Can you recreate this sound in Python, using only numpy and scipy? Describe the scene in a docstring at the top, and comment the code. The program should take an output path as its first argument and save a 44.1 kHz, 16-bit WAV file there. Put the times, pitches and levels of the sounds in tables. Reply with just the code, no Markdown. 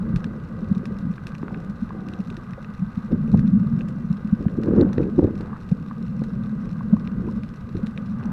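"""Water rumbles, hums and gulps, and one slosh churns past in the middle. Bubbles plink, sharp snaps tick.
The listener is a camera held just under the sea surface among feeding fish. Moving water pushes on
its housing and trapped air throbs. The snaps, probably shrimp, make the housing ring.
Behind it all the surface fizzes, and twice something buzzes faintly."""
import sys
import numpy as np
from scipy import signal
from scipy.fft import rfft, irfft, next_fast_len
from scipy.io import wavfile
from scipy.ndimage import map_coordinates

SR = 44100
rng = np.random.default_rng(int(sys.argv[2]) if len(sys.argv) > 2 else 0)


def int16_out(signal):
    """Quantize to a 16-bit WAV file."""
    q = np.round(np.clip(np.atleast_2d(signal).T, -1, 1) * 32767)
    wavfile.write(sys.argv[1], SR, q.astype(np.int16))


N = 366912

# the deep tone of moving water: (frequency [Hz], level [dB])
RUMBLE_SPECTRUM = [(8, -10), (22, -12), (45, -3), (85, -3.5), (120, 0), (170, -9), (300, -42.5)]


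def flow(bubble_count=420):
    """Water pushes on the housing: trapped air throbs, and the stirring drives a rumble and a gurgle."""
    # how strongly the water moves: (time [s], throb level [dB], stir level [dB])
    movement = [(0, -31, -45), (0.55, -36.5, -48), (1.07, -35.5, -46), (1.25, -37, -52), (1.8, -37, -46),
                (2.25, -37.5, -51), (2.55, -39.5, -59), (3.04, -39, -55), (3.16, -27, -47),
                (3.48, -18.5, -45.5), (3.9, -29, -48.5), (4.27, -35, -52), (4.8, -24, -42),
                (5.62, -38, -53), (6.22, -29.5, -50.5), (7.27, -30.5, -47), (7.6, -36.5, -52),
                (8.32, -29, -45.5)]
    # the tones of the trapped air and of the gurgle: (frequency [Hz], level [dB])
    hum_spectrum = [(60, -31.5), (110, -14.5), (150, -3.5), (185, -1), (215, 1), (245, -7.5), (285, -23),
                    (420, -55.5)]
    gurgle_spectrum = [(180, -28.5), (280, 4.5), (340, -6.5), (420, -9), (510, -2.5), (610, -11),
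                       (740, -21), (1000, -32), (2000, -74)]
    hum_db, stir_db = curves(movement)
    weakness = np.clip((-30 - hum_db) / 8, 0, 1)  # a weak throb breaks into separate glugs
    hum = amp(hum_db + 2.5 + 4 * weakness * wobble(35)) * evened(noise(hum_spectrum), share=0.16)
    rumble_db = -39 + .35 * (stir_db + 48)  # follows the stirring gently
    rumble = amp(rumble_db + 2.6 * wobble(22)) * noise(RUMBLE_SPECTRUM)
    bubbles = np.zeros(N)
    for when, size, octave in rng.random((bubble_count, 3)):
        add(bubbles, when * N / SR, amp(7.3 * size) * bubble(250 * 2 ** octave, ring_s=.05))
    stir = amp(stir_db - .5 + 2 * wobble(11))
    gurgle = amp(-0.5) * unit(bubbles) + amp(1) * noise(gurgle_spectrum)
    return hum + rumble + stir * gurgle


def gulps(small_count=32):
    """An air pocket swells and dies within a few cycles, rising a little in pitch, and shoves the water."""
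    # the main air pockets: (time of peak [s], level [dB], pitch [Hz], length [s])
    large = [(0.107, -14, 176, .008), (0.143, -8, 151, .005), (0.165, -12, 152, .011),
             (0.259, -15, 193, .01), (0.632, -17.5, 204, .014), (0.719, -8, 189, .014),
             (0.773, -12, 189, .014), (0.922, -18, 189, .012), (1.054, -15, 194, .006),
             (1.072, -17.5, 209, .009), (1.105, -17.5, 179, .02), (1.701, -18.5, 198, .02),
             (1.434, -15.5, 244, .003), (1.83, -13, 212, .013), (2.204, -16, 193, .015),
             (2.829, -13, 183, .019), (2.98, -12.5, 200, .01), (3.131, -5, 218, .006),
             (3.146, -8, 205, .008), (3.346, 0, 191, .0084), (3.394, -5, 159, .008),
             (3.488, -7.5, 210, .019), (3.534, -10, 200, .024), (3.574, -8.5, 213, .014),
             (3.738, -11.5, 177, .009), (3.781, -12, 185, .011), (4.055, -14.5, 186, .014),
             (4.111, -9.5, 177, .013), (4.253, -14.5, 205, .011), (4.333, -4.5, 195, .011),
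             (4.468, -5.5, 174, .0064), (4.588, -8, 275, .0044), (4.786, -5.5, 254, .005),
             (4.797, -3, 280, .0044), (4.827, -6, 270, .0096), (4.851, -8, 246, .0033),
             (4.983, -6, 308, .0024), (5.183, -5.5, 265, .0035), (5.193, -4.5, 314, .0056),
             (5.231, -7, 288, .0025), (5.246, -2, 259, .003), (5.725, -4.5, 169, .011),
             (6.219, -12, 182, .006), (6.936, -3.5, 203, .016), (7.375, -16, 204, .021),
             (7.839, -13.5, 208, .012)]
    small = [(when * N / SR, -26.5 + 6 * (size - .5), 180 * 2 ** (.4 * (pitch - .5)), .012)
             for when, size, pitch in rng.random((small_count, 3))]
    out = np.zeros(N)
    t = np.arange(-SR // 20, SR // 20) / SR
    for time, db, hz, length in small + list(large):
        phase, glide, shove_phase = rng.random(3)
        swell = np.exp2(-(2 * t / length) ** 2)
        pitch = hz * (1 + .15 * glide * np.tanh(t / length))
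        ring = swell * np.sin(2 * np.pi * (np.cumsum(pitch) / SR + phase))
        force = amp(-13) / (1 + (length / 0.015) ** 2)  # a more sudden gulp shoves harder
        shove = force * np.exp2(-(t / 0.0067) ** 2) * np.sin(2 * np.pi * (88 * t + shove_phase))
        add(out, time + t[0], amp(db - 0.95) * (ring + shove))
    return filtered(out, lambda hz: hz ** 2 / np.hypot(hz ** 2, 50 ** 2))  # pockets give off no deep bass


def slosh():
    """Each surge rises and falls: large bubbles churn under a finer spray, and the mass of water pushes."""
    # broken water: (time of peak [s], churn [dB], push [dB], 20 dB rise time [s], 20 dB fall time [s])
    surges = [(0.15, -39, -27, .06, .08), (3.125, -28, -31, .04, .07), (3.345, -21, -24, .012, .03),
              (3.39, -44, -25.5, .25, .19), (4.41, -29, -31, .04, .08), (4.685, -23, -31, .075, .12),
              (4.82, -13.5, -22, .22, .065), (5.0, -20, -26, .04, .2), (5.19, -13, -30, .012, .028),
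              (5.245, -15, -25, .035, .09), (5.38, -36, -33, .12, .22), (7.26, -30, -32, .13, .1),
              (7.755, -33, -27, .015, .12)]
    # extra patches of fine spray: (start [s], end [s], level [dB])
    patches = [(4.7, 4.98, -49), (5.42, 5.55, -49), (8.2, 8.32, -46.5)]
    # the tones of the spray and of the churning: (frequency [Hz], level [dB])
    spray_spectrum = [(400, -15.5), (750, 5.5), (1200, 4), (1600, -1), (2200, -15), (3500, -30),
                      (8000, -47)]
    churn_spectrum = [(60, -26.5), (160, -1), (260, 2.5), (340, 3.5), (430, -2), (540, -8), (700, -28),
                      (1100, -36.5), (2500, -82)]
    t = np.arange(N) / SR
    churn, push = np.zeros((2, N))
    for time, churn_db, push_db, rise, fall in surges:
        near = np.abs(t - time) < 1
        shape = amp(-20 * np.maximum((time - t[near]) / rise, (t[near] - time) / fall))
        churn[near] = np.hypot(churn[near], amp(churn_db) * shape)
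        push[near] = np.hypot(push[near], amp(push_db) * shape)
    spray_gain = amp(-33) * churn ** .8 + on_off(patches, fade_s=.06)
    spray = spray_gain * coloured(kicks(rate=700, spread_db=3), spray_spectrum)
    bubbles = churn * coloured(kicks(rate=460, spread_db=3), churn_spectrum)
    return bubbles + push * noise(RUMBLE_SPECTRUM) + spray


def plinks():
    """Small bubbles plink, larger ones bloop; each has a weaker, higher ring too."""
    # single bubbles: (time [s], level [dB], starting pitch [Hz], time to fade 60 dB [s])
    bubbles = [(.832, -29, 356, .039), (.905, -29.5, 378, .044), (1.181, -30, 1420, .008),
               (1.43, -26.5, 1010, .0063), (1.482, -27, 1230, .005), (1.508, -32, 790, .011),
               (1.906, -27, 980, .012), (2.312, -33.5, 355, .04), (2.376, -31, 317, .035),
               (2.579, -31.5, 497, .037), (3.119, -27.5, 470, .036), (3.342, -19, 475, .017),
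               (4.455, -31, 636, .014), (4.821, -18.5, 456, .018), (4.866, -23.5, 446, .035),
               (4.982, -28, 1640, .006), (5.189, -19, 478, .025), (5.224, -19.5, 468, .025),
               (5.53, -29.5, 1070, .02), (5.563, -32, 1150, .014), (5.715, -30.5, 472, .026),
               (5.911, -28.5, 1065, .017), (6.219, -27.5, 450, .013), (6.808, -29.5, 1000, .019),
               (6.967, -30.5, 1020, .017), (7.286, -32, 945, .026), (7.748, -24.5, 302, .052)]
    out = np.zeros(N)
    for time, db, hz, ring_s in bubbles:
        add(out, time, amp(db) * (bubble(hz, ring_s) + amp(-13) * bubble(1.45 * hz, ring_s)))
    return out


def bubble(hz, ring_s):
    """A bubble pinches off and rings, its pitch rising as it nears the surface; peak 1."""
    t = np.arange(int(ring_s * SR) + 2) / SR
    shape = amp(-60 * t / ring_s) * (1 - np.exp(-t / (0.049 * ring_s)))
    ring = shape * np.sin(2 * np.pi * hz * t * (1 + .2 * t / ring_s))
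    return ring / np.abs(ring).max()


def snaps(far_count=620, kinds=60):
    """Near snaps, probably shrimp, stand out of a crackle of far ones, some duller and some brighter."""
    # snaps close by: (time [s], level [dB], brightness [dB])
    near_snaps = [(0.16, -28.5, 1), (0.2427, -23.5, -3.5), (0.855, -27.5, 1), (1.269, -29.5, 2),
                  (1.3508, -33.5, 0), (1.5442, -32.5, -12), (2.086, -33.5, -0.5), (2.136, -34.5, 0),
                  (2.3015, -33, 0.5), (2.3678, -31, -1), (2.5341, -33.5, -8), (2.6456, -34.5, -5.5),
                  (3.3737, -37.5, 7), (3.3925, -32, 1), (3.8086, -31, -4.5), (3.8853, -36.5, 2.5),
                  (4.4826, -35, -10.5), (4.6344, -31, -0.5), (4.8113, -28, 0), (4.9308, -30.5, 0),
                  (4.98, -34.5, -3), (5.031, -36, -6), (5.409, -38, .5), (6.2379, -36, 1),
                  (7.0743, -30.5, -7), (7.8684, -32, 0), (7.434, -36.5, -1), (7.7682, -34.5, -0.5),
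                  (7.976, -26.5, -4)]
    out = np.zeros(N)
    for time, db, bright_db in near_snaps:
        add(out, time, amp(db + 0.5) * housing_ring(bright_db))
    ticks = [housing_ring(-1.5 + 7 * colour) for colour in rng.random(kinds)]
    for when, nearness, kind in rng.random((far_count, 3)):
        add(out, when * N / SR, amp(-52.3 + 13.3 * nearness ** 4) * ticks[int(kind * kinds)])
    return out


def housing_ring(bright_db, samples=1500):
    """One tick on the housing, peak 1: each of its tones rings at a new strength, over a short crack."""
    # the housing's own tones: (pitch [Hz], level [dB], time to fade 60 dB [s])
    tones = [(1230, -10, 0.0085), (1610, -3, 0.0087), (1830, -4, 0.0083), (2490, 0, 0.0066),
             (2666, -5.5, 0.01), (3700, -6, .007), (4100, -3.5, 0.0054), (5290, -6.5, .005),
             (5830, -12, .006), (9700, -18, 0.0037), (12300, -22, 0.0027)]
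    t = np.arange(samples) / SR
    hz, db, ring_s = np.transpose(tones)[:, :, None]
    level = db + 4 * rng.standard_normal(hz.shape) + bright_db * np.log2(np.minimum(hz, 6000) / 3000)
    phase = 2 * np.pi * (hz * t + rng.random(hz.shape))
    ring = np.sum(amp(level - 60 * t / ring_s) * np.sin(phase), axis=0)
    # the walls dull the crack and its scatter off the surface
    burst = (amp(-60 * t / .006) + .15 * amp(-60 * t / 0.09)) * rng.standard_normal(samples)
    cutoff_hz = np.clip(4200 * amp(bright_db), 1800, 6000)
    crack = signal.lfilter(*signal.butter(2, cutoff_hz, fs=SR), burst)
    tick = (ring + crack) * (1 - np.exp(-t / 0.00049)) ** 2
    return tick / np.abs(tick).max()


def buzz():
    """Two short, faint, rough buzzes, perhaps the lens motor."""
    # when it buzzes: (start [s], end [s], level [dB])
    spans = [(1.517, 1.61, -45.5), (1.927, 2.197, -47)]
    # the tones in the buzz: (pitch [Hz], level [dB])
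    tones = [(300, 3), (358, -1), (420, -11), (480, -7), (715, -8.5), (775, -8)]
    t = np.arange(N) / SR
    rough = sum(amp(db + 2.5 * wobble(40)) * np.sin(2 * np.pi * hz * t + 0.6 * wobble(50))
                for hz, db in tones)
    return on_off(spans, fade_s=.01) * rough


def surface_fizz():
    """The fizz of the surface, heard through the housing's walls, over a faint hiss and whine."""
    # how loud the surface is: (time [s], level [dB])
    loudness = [(0, -45.5), (0.5, -48), (2.3, -47.6), (3.75, -48.2), (4.3, -49.7), (5.05, -51),
                (6.6, -48.9), (7.7, -50.2), (8.32, -47.8)]
    # the tones of the fizz and of the hiss: (frequency [Hz], level [dB])
    fizz_spectrum = [(400, -7.5), (700, -8), (900, -7), (1100, -2), (1240, 3.5), (1350, -8), (1480, -0.5),
                     (1620, -4.5), (1800, -19), (1970, -10), (2200, -23.5), (2700, -28.5), (3100, -31.5),
                     (6000, -46.5)]
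    hiss_spectrum = [(1500, -10), (2650, 2.5), (3150, -6.5), (3900, -2.5), (4700, -8), (5500, -10.5),
                     (6800, -14), (9000, -19.5), (13000, -16), (14500, -34)]
    fizz_db, = curves(loudness)
    fizz = amp(fizz_db + 0.79 * wobble(13)) * coloured(kicks(rate=4000, spread_db=2.5), fizz_spectrum)
    whine = amp(-87) * np.sin(2 * np.pi * np.cumsum(7865 + 22 * wobble(60)) / SR)
    return fizz + amp(-66.5) * noise(hiss_spectrum) + whine


def amp(db):
    """Turn decibels into a number to multiply by."""
    return 10 ** (np.asarray(db) / 20)


def unit(x):
    """Scale x to an average (rms) level of 1."""
    return x / np.sqrt(np.mean(x ** 2) + 1e-20)


def curves(rows):
    """One value per sample for each column after the time."""
    times, *columns = np.transpose(rows)
    return [np.interp(np.arange(N) / SR, times, column) for column in columns]


def on_off(spans, fade_s):
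    """A volume curve that fades in before each span and out after it."""
    return sum(amp(db) * curves([(start - fade_s, 0), (start, 1), (end, 1), (end + fade_s, 0)])[0]
               for start, end, db in spans)


def wobble(rate):
    """A smooth curve through `rate` random points a second."""
    return map_coordinates(rng.standard_normal(int(N * rate / SR) + 4), [np.arange(N) * rate / SR])


def filtered(x, response):
    """Scale each frequency in x by response(hz)."""
    size = next_fast_len(N + 8192)
    return irfft(rfft(x, size) * response(np.fft.rfftfreq(size, 1 / SR)), size)[:N]


def coloured(x, spectrum):
    """Give x the tone of a spectrum, fading out above its last point; average level 1."""
    points_hz, db = np.transpose(spectrum)

    def response(hz):
        return amp(np.interp(np.log(hz + 1), np.log(points_hz), db)) / (1 + (hz / points_hz[-1]) ** 10)
    return unit(filtered(x, response))


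def noise(spectrum):
    """Noise with the tone of a spectrum."""
    return coloured(rng.standard_normal(N), spectrum)


def kicks(rate, spread_db):
    """Random clicks, about `rate` a second, many small and few large."""
    size = amp(spread_db * np.minimum(rng.exponential(size=N), 4))
    return (rng.random(N) < rate / SR) * size * rng.choice([-1, 1], N)


def evened(x, share):
    """Flatten a share of a noise's swells, so that it throbs more steadily."""
    swell = np.abs(signal.hilbert(x))
    return unit(x / (swell ** 2 + 0.82) ** (share / 2))


def add(track, time, sound):
    """Mix a sound into the track from a time in seconds."""
    i = max(0, round(time * SR))
    track[i:i + len(sound)] += sound[:max(0, N - i)]


def scene():
    """Everything reaches one microphone inside the housing."""
    return (gulps() + flow() + slosh() + plinks() + snaps() + buzz() + surface_fizz())[None]


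def record(dry, ceiling=.64, top_hz=14400):
    """The camera rounds off the largest peaks and drops the highest treble."""
    rounded = dry[0] / (1 + np.abs(dry[0] / ceiling) ** 8) ** (1 / 8)
    return filtered(rounded, lambda hz: hz < top_hz)[None]


dry = scene()
out = record(dry)
int16_out(out)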